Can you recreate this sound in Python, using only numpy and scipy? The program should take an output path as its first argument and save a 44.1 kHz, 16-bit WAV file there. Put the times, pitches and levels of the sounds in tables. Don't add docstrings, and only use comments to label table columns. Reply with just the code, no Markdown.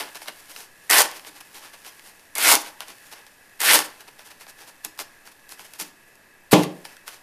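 import sys
import numpy as np
from scipy import signal
from scipy.fft import rfft, irfft, next_fast_len
from scipy.io import wavfile
from scipy.ndimage import map_coordinates

SR = 44100
rng = np.random.default_rng(int(sys.argv[2]) if len(sys.argv) > 2 else 0)


def dump_mix(stems):
    frames = np.atleast_2d(stems).T
    limited = np.clip(frames, -1, 1)
    pcm = np.round(limited * 32767).astype(np.int16)
    wavfile.write(sys.argv[1], SR, pcm)


N = 318402

# [t/s, fizz level/dB]
STROKES = [
    [(0.0, -33), (0.044, -50), (0.1, -57)],
    [(0.896, -27), (0.904, -20), (0.962, -18), (1.012, -16), (1.042, -39), (1.06, -33)],
    [(2.352, -36), (2.394, -28.5), (2.458, -19), (2.528, -15.5), (2.562, -28.5), (2.578, -38)],
    [(3.592, -53), (3.608, -28), (3.644, -23.5), (3.696, -17.5), (3.758, -16.5), (3.828, -41)],
    [(6.511, -41.5), (6.516, -27.5), (6.528, -22), (6.545, -45)],
]
# [squeak f/Hz, heft level/dB, extra bore level/dB]
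STROKE_TONE = [(2210, 8.5, -1.5), (1920, 0.2, 2.5), (2130, -0.25, 0.3), (1915, 0.7, -2), (4500, 1.5, 1)]
# [stage (0 bite, 1 through, 2 let go),
# then level/dB over the fizz of cells, wall, bore, body, squeak]
KERF_STAGES = [(0, -9, -3, -7.5, -19, -1), (0.4, -8, 0, -11, -20.5, -10.5), (0.7, -6, -0.4, -8.5, -19, -4),
               (1, -4.5, -4.5, -5.5, -20, -16), (2, -5.5, -0.5, -2.5, -7, -9)]
LET_GO_S = 0.04
SAG = 0.06

# [f/Hz, width/Hz, relative level/dB]
FIZZ = [(8340, 3920, -4.5), (10430, 2120, 9.5), (13100, 6700, -4.5)]
CELLS = [(4920, 3070, 6), (7050, 2440, 6.5)]
WALL = [(1456, 547, -1), (2162, 960, 8.5), (3203, 3230, -1.5)]
BORE = [(513.5, 409, -6.5), (734, 605, 3.5), (1061, 740, -4)]
BODY = [(194.7, 380, -10), (379, 230, 5.5)]
# [cells/dB, wall/dB, bore/dB, body/dB]
HEFT_SHARES = (0.14, 0.83, 1, 0.6)

# [t/s, level/dB]
CHOP = [(6.5297, -9.5), (6.534, -19)]
# [f/Hz, relative level/dB, t60/s]
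LOG_MODES = [(292, -1.5, 0.26), (393, 4, 0.16), (508, -7, 0.25), (641, -8.5, 0.32), (792, -9.5, .3),
             (1050, -22.5, 0.23), (1510, -21, 0.23), (2600, -16, .16), (3400, -19, .2)]
# [f/Hz, relative level/dB per Hz]
RATTLE_SPECTRUM = [(40, -50), (80, -19), (150, -2), (290, -0.5), (400, -1.5), (700, -8.5), (1000, -10),
                   (1600, -27.5), (2700, -18.5), (4400, -26.5), (12000, -38.5), (16000, -60.5)]
# [f/Hz, level/dB, t60/s]
BENCH_BOOM = (156, -16, 0.38)
PUSH_DB, PUSH_S = 6, 0.00074

# [t/s, fizz level/dB, heft level/dB]
SNAPS = [(0.155, -24, -3), (0.218, -25.5, 8), (0.259, -33, 14), (0.2836, -16, 5.5), (0.5625, -25, 11),
         (0.9004, 2, -16), (0.9107, 4, -7), (1.0188, 6, -12), (1.114, -19, -4.5), (1.1956, -31, 15),
         (1.2482, -32, 13), (1.4087, -29, 1), (1.5449, -31.5, 2.1), (1.8482, -30, 6), (1.9949, -33, 10),
         (2.195, -38, 9), (2.3535, -9, -10.5), (2.3822, -2.5, -13), (2.5207, 0, 5), (2.5531, 4, -5),
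         (2.8055, -17.5, 8), (2.883, -24, -8), (3.1254, -35, 2.1), (3.266, -32.5, 6), (3.6043, -5.5, -11),
         (3.6176, -8, -1), (3.7899, -1.5, -2), (4.0062, -29.5, 5), (4.0811, -41, 14), (4.1928, -31.5, 14),
         (4.467, -35.5, 12.5), (4.5898, -38, 10), (4.8485, -7.5, -11.5), (4.9766, -31, 5),
         (4.9907, -15, 4.5), (5.2739, -32, 11), (5.4919, -27, -3), (5.5214, -22.5, 3),
         (5.5942, -30.5, 12.5), (5.7362, -22.5, -2.5), (5.799, -13, -7), (6.155, -34, -8), (6.5203, -5, 0),
         (6.5331, -3, 10.5), (6.538, -4, 8), (6.6343, -11, -4), (6.8521, -22, 9), (6.9676, -31.5, 6),
         (7.0788, -16.5, 1.5)]
# [cells level/dB, wall level/dB, bore level/dB]
SNAP_MIX = (-3.5, -3, -8)

# [t/s, fizz level/dB, length/s, heft level/dB]
SCUFFS = [(0.159, -43.5, 0.022, 2.7), (0.228, -47.5, 0.027, -3), (0.283, -44, 0.019, 9),
          (0.396, -52.5, 0.026, -5), (0.507, -46.5, 0.027, -2), (0.586, -45.5, 0.077, -3),
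          (1.115, -54, 0.04, 8), (1.165, -44, 0.022, 0.5), (1.275, -44, 0.024, 0.5),
          (1.366, -52, 0.031, 2.5), (1.409, -46.5, 0.01, 0.5), (1.565, -47, 0.039, 0.5),
          (1.643, -50.5, 0.048, 4), (1.742, -53.5, 0.02, 7), (1.869, -46, 0.033, 0.5),
          (2.069, -50.5, 0.045, -2), (2.607, -38.5, 0.028, -17), (2.667, -46.5, 0.044, 2.5),
          (2.817, -49.5, 0.026, 7), (2.895, -50, 0.04, 3.5), (3.06, -57, 0.071, -3), (3.127, -46, 0.021, 3),
          (3.176, -58.5, 0.056, 7), (3.273, -59, 0.014, 4), (3.85, -39, 0.022, -10),
          (4.009, -51.5, 0.023, 2), (4.082, -53.5, 0.013, 8), (4.203, -57, 0.035, 5),
          (4.268, -51, 0.029, 0), (4.312, -51, 0.018, 4), (4.415, -48.5, 0.025, 0.7),
          (4.494, -48.5, 0.024, -2.5), (4.611, -51.5, 0.045, 2.2), (4.684, -51.5, 0.031, 0),
          (4.852, -40, 0.017, 0), (5.004, -34.5, 0.023, -1.5), (5.269, -52, 0.029, 0.5),
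          (5.318, -54.5, 0.012, -1.5), (5.516, -46.5, 0.036, -5), (5.603, -49, 0.034, -1),
          (5.653, -49.5, 0.021, -2), (5.75, -52, 0.024, -1.5), (5.808, -32.5, 0.026, -6),
          (5.858, -53, 0.052, -2), (6.08, -60, 0.014, -11), (6.59, -43, 0.066, 1),
          (6.632, -41.5, 0.019, 7.5), (6.856, -47, 0.017, 1.5), (6.9, -56.5, 0.073, 2),
          (7.068, -52.5, 0.012, -1), (7.082, -43.5, 0.02, 1.5), (7.123, -51.5, 0.065, 1)]
RISE_SHARE = 0.42
# [t/s, fizz level/dB]
GRIP = [(0.0, -54), (0.5, -55.5), (0.64, -65), (1.07, -50.5), (1.33, -58), (1.93, -56.5), (2.3, -62),
        (2.81, -59), (3.06, -57), (3.3, -63), (3.6, -62.5), (3.78, -50), (4.06, -62), (5.45, -64.5),
        (5.71, -58), (5.89, -64.5), (6.4, -72.5), (6.75, -59.5), (7.03, -65.5), (7.22, -64)]
# [cells level/dB, wall level/dB, bore level/dB, body level/dB]
SCUFF_MIX = (-3, -0.4, -4.5, -13)
GRIP_MIX = (-5.5, -4, -10.5, -17.5)

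# [t/s, level/dB]
THUMPS = [(0.284, -50), (1.279, -49), (2.886, -52), (4.27, -62), (4.851, -45), (5.005, -49), (5.809, -37)]
THUMP_RISE_S, THUMP_T60_S = 0.0037, 0.16
# [f/Hz, width/Hz, relative level/dB]
SOFT_MODES = [(220, 166, 0.2), (380, 220, -1.5)]

# [f/Hz, t60/s]
SHOP_DECAY = [(150, 0.52), (700, 0.54), (2000, 0.42), (5000, 0.33), (12000, 0.13)]
# [f/Hz, relative level/dB per Hz]
AIR_SPECTRUM = [(10, 7), (28, -20), (60, -10.5), (210, -7.5), (1000, -9), (1400, -11.5), (2300, -12),
                (3100, -18.5), (7000, -21), (12000, -21), (15000, -37)]
# [f/Hz, width/Hz, relative level/dB]
FAN_WHISTLES = [(810, 82, -14.5), (1665, 150, 14.5), (1974, 200, 8), (2613, 140, 8.5)]
# [f/Hz, rms level/dB]
WHINE = [(12258, -76), (12290, -77.5), (12317, -82)]
EDGE_HZ, TOP_HZ = 14900, 16328


def knife():
    t = np.arange(N) / SR
    family_gain = np.zeros((5, N))
    squeak_gain, squeak_hz = np.zeros(N), np.zeros(N)
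    stages, *kerf_db = np.transpose(KERF_STAGES)
    for stroke, (hz, heft_db, bore_db) in zip(STROKES, STROKE_TONE):
        s, db = np.transpose(stroke)
        inside = (t >= s[0]) & (t <= s[-1])
        through = s[np.argmax(db)]
        bite = min(s[0], through - 1 / SR)
        stage = np.interp(t[inside], [bite, through, through + LET_GO_S], [0, 1, 2])
        fizz_db = np.interp(t[inside], s, db)
        *mix_db, squeak_db = (np.interp(stage, stages, column) for column in kerf_db)
        family_gain[:, inside] = gains(fizz_db, mix_db, heft_db)
        family_gain[3, inside] *= amp(bore_db)
        squeak_gain[inside] = amp(fizz_db + squeak_db)
        squeak_hz[inside] = hz * (1 - SAG * (stage - 0.5))
    shared_jerks_db = 0.85 * wobble(rate=400)
    family_jerks_db = np.array([wobble(rate=60) for _ in range(5)])
    grains = unit(amp(shared_jerks_db + family_jerks_db) * bursting(share=0.35, spread_db=2.5))
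    flutter = filtered(rng.standard_normal((2, N)), lambda hz: 1 / (1 + (hz / 170) ** 2))
    phase = 2 * np.pi * np.cumsum(squeak_hz) / SR
    squeak = unit(flutter[0] * np.cos(phase) + flutter[1] * np.sin(phase))
    return tube(family_gain * grains) + squeak_gain * squeak


def chop():
    out, t = np.zeros(N + SR), np.arange(SR // 2) / SR
    wood = unit(filtered(rng.standard_normal(N), lambda hz: amp(along(RATTLE_SPECTRUM, hz))))
    for s, db in CHOP:
        start = round(s * SR)
        ring = log_ring(t)
        rattle = amp(-60 * t / 0.26) * wood[start:][:len(t)]
        onset = 1 - np.exp(-t / 0.00038)
        out[start:][:len(t)] += amp(db) * (amp(-7) * ring + rattle) * onset
        u = t / PUSH_S
        out[start:][:len(t)] -= amp(db + PUSH_DB) * u * (1 - u / 2) * np.exp(-u)
    hz, db, t60 = BENCH_BOOM
    out[round(CHOP[0][0] * SR):][:len(t)] += amp(db - 60 * t / t60) * np.sin(2 * np.pi * hz * t)
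    return out[:N]


def log_ring(t):
    ring = np.zeros(len(t))
    for hz, level, t60 in LOG_MODES:
        for off in np.arange(-1, 2) + rng.uniform(-0.32, 0.29, size=3):
            decay = amp(level + rng.normal(0, 1) - 60 * t / t60)
            ring += decay * np.sin(2 * np.pi * hz * (1 + 0.0708 * off) * t)
    return ring


def snaps():
    force, t = np.zeros((4, N + SR)), np.arange(SR // 50) / SR
    for s, db, heft_db in SNAPS:
        burst = amp(-15 - 60 * t / 0.011) * rng.standard_normal(len(t))
        burst[0] = 1
        force[:, round(s * SR):][:, :len(t)] += gains(db, SNAP_MIX, heft_db)[:, None] * burst
    return tube(force[:, :N])


def hands():
    t = np.arange(N) / SR
    power = gains(np.interp(t, *np.transpose(GRIP)), GRIP_MIX, heft_db=1.5) ** 2
    for s, db, length, heft_db in SCUFFS:
        near = slice(max(round((s - 0.2) * SR), 0), round((s + 0.2) * SR))
        side = np.where(t[near] < s, RISE_SHARE, 1 - RISE_SHARE)
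        u = (t[near] - s) / (length * side)
        power[:, near] += gains(db, SCUFF_MIX, heft_db)[:, None] ** 2 * np.exp(-u * u)
    return tube(np.sqrt(power) * bursting(share=0.2, spread_db=2.0))


def thumps():
    force, t = np.zeros(N + SR), np.arange(SR // 4) / SR
    for s, db in THUMPS:
        swell = amp(db - 60 * t / THUMP_T60_S) * (1 - np.exp(-t / THUMP_RISE_S))
        force[round(s * SR):][:len(t)] += swell
    return resonate(force[:N] * rng.standard_normal(N), SOFT_MODES)


def shop(x):
    hz, t, z = signal.stft(rng.standard_normal(SR // 2), SR, nperseg=256)
    room = amp(-60 * t / along(SHOP_DECAY, hz)[:, None])
    near = amp(-2 - 60 * t / 0.24)
    tail = signal.istft(z * (room + near), SR, nperseg=256)[1]
    delayed = np.pad(x, (100, 0))
    return signal.fftconvolve(delayed, tail / np.linalg.norm(tail))[:N]


def background():
    t = np.arange(N) / SR
    air = unit(filtered(rng.standard_normal(N), lambda hz: amp(along(AIR_SPECTRUM, hz))))
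    fan = amp(-58 + 1.8 * wobble(rate=12)) * resonate(rng.standard_normal(N), FAN_WHISTLES)
    whine = sum(np.sqrt(2) * amp(db) * np.sin(2 * np.pi * hz * t) for hz, db in WHINE)
    return amp(-57) * air + fan + whine


def tube(force):
    return sum(resonate(f, modes) for f, modes in zip(force, (FIZZ, CELLS, WALL, BORE, BODY)))


def gains(db, mix_db, heft_db):
    lower_db = [db + over + share * heft_db for over, share in zip(mix_db, HEFT_SHARES)]
    return amp(np.array([db, *lower_db]))


def bursting(share, spread_db):
    hit = rng.random(N) < share
    size = np.minimum(rng.exponential(size=N), 5)
    return unit(hit * amp(spread_db * size) * rng.standard_normal(N))


def wobble(rate):
    knots = rng.standard_normal(int(N * rate / SR) + 4)
    return map_coordinates(knots, [np.arange(N) * rate / SR])


def resonate(x, modes):
    def gain(f):
        once = 0
        for k, (centre, width, db) in enumerate(modes):
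            peak = 1j * f * width / (centre * centre - f * f + 1j * f * width)
            once = once + (-1) ** k * amp(db / 2) * peak
        return once ** 2
    noise_power = np.mean(abs(gain(np.linspace(0, SR / 2, num=4000))) ** 2)
    return filtered(x, gain) / np.sqrt(noise_power)


def filtered(x, response):
    m = next_fast_len(N + SR // 2)
    return irfft(rfft(x, m) * response(np.fft.rfftfreq(m, 1 / SR)), m)[..., :N]


def along(points, hz):
    f, v = np.transpose(points)
    return np.interp(np.log(hz + 1), np.log(f + 1), v)


def amp(db):
    return 10 ** (np.asarray(db) / 20)


def unit(x):
    return x / np.sqrt(np.mean(x ** 2) + 1e-20)


def scene():
    work = knife() + chop() + snaps() + hands() + thumps()
    heard = filtered(work + amp(-11) * shop(work), lambda hz: (1j * hz / (90 + 1j * hz)) ** 2)
    mid = heard + background()
    return np.array([mid, mid])


def record(dry):
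    clipped = dry / (1 + abs(dry) ** 8) ** (1 / 8)

    def band(hz):
        shelf = amp(-35 * np.clip((hz - EDGE_HZ) / 300, 0, 1))
        return shelf * (hz < TOP_HZ)
    return filtered(clipped, band)


dry = scene()
out = record(dry)
dump_mix(out)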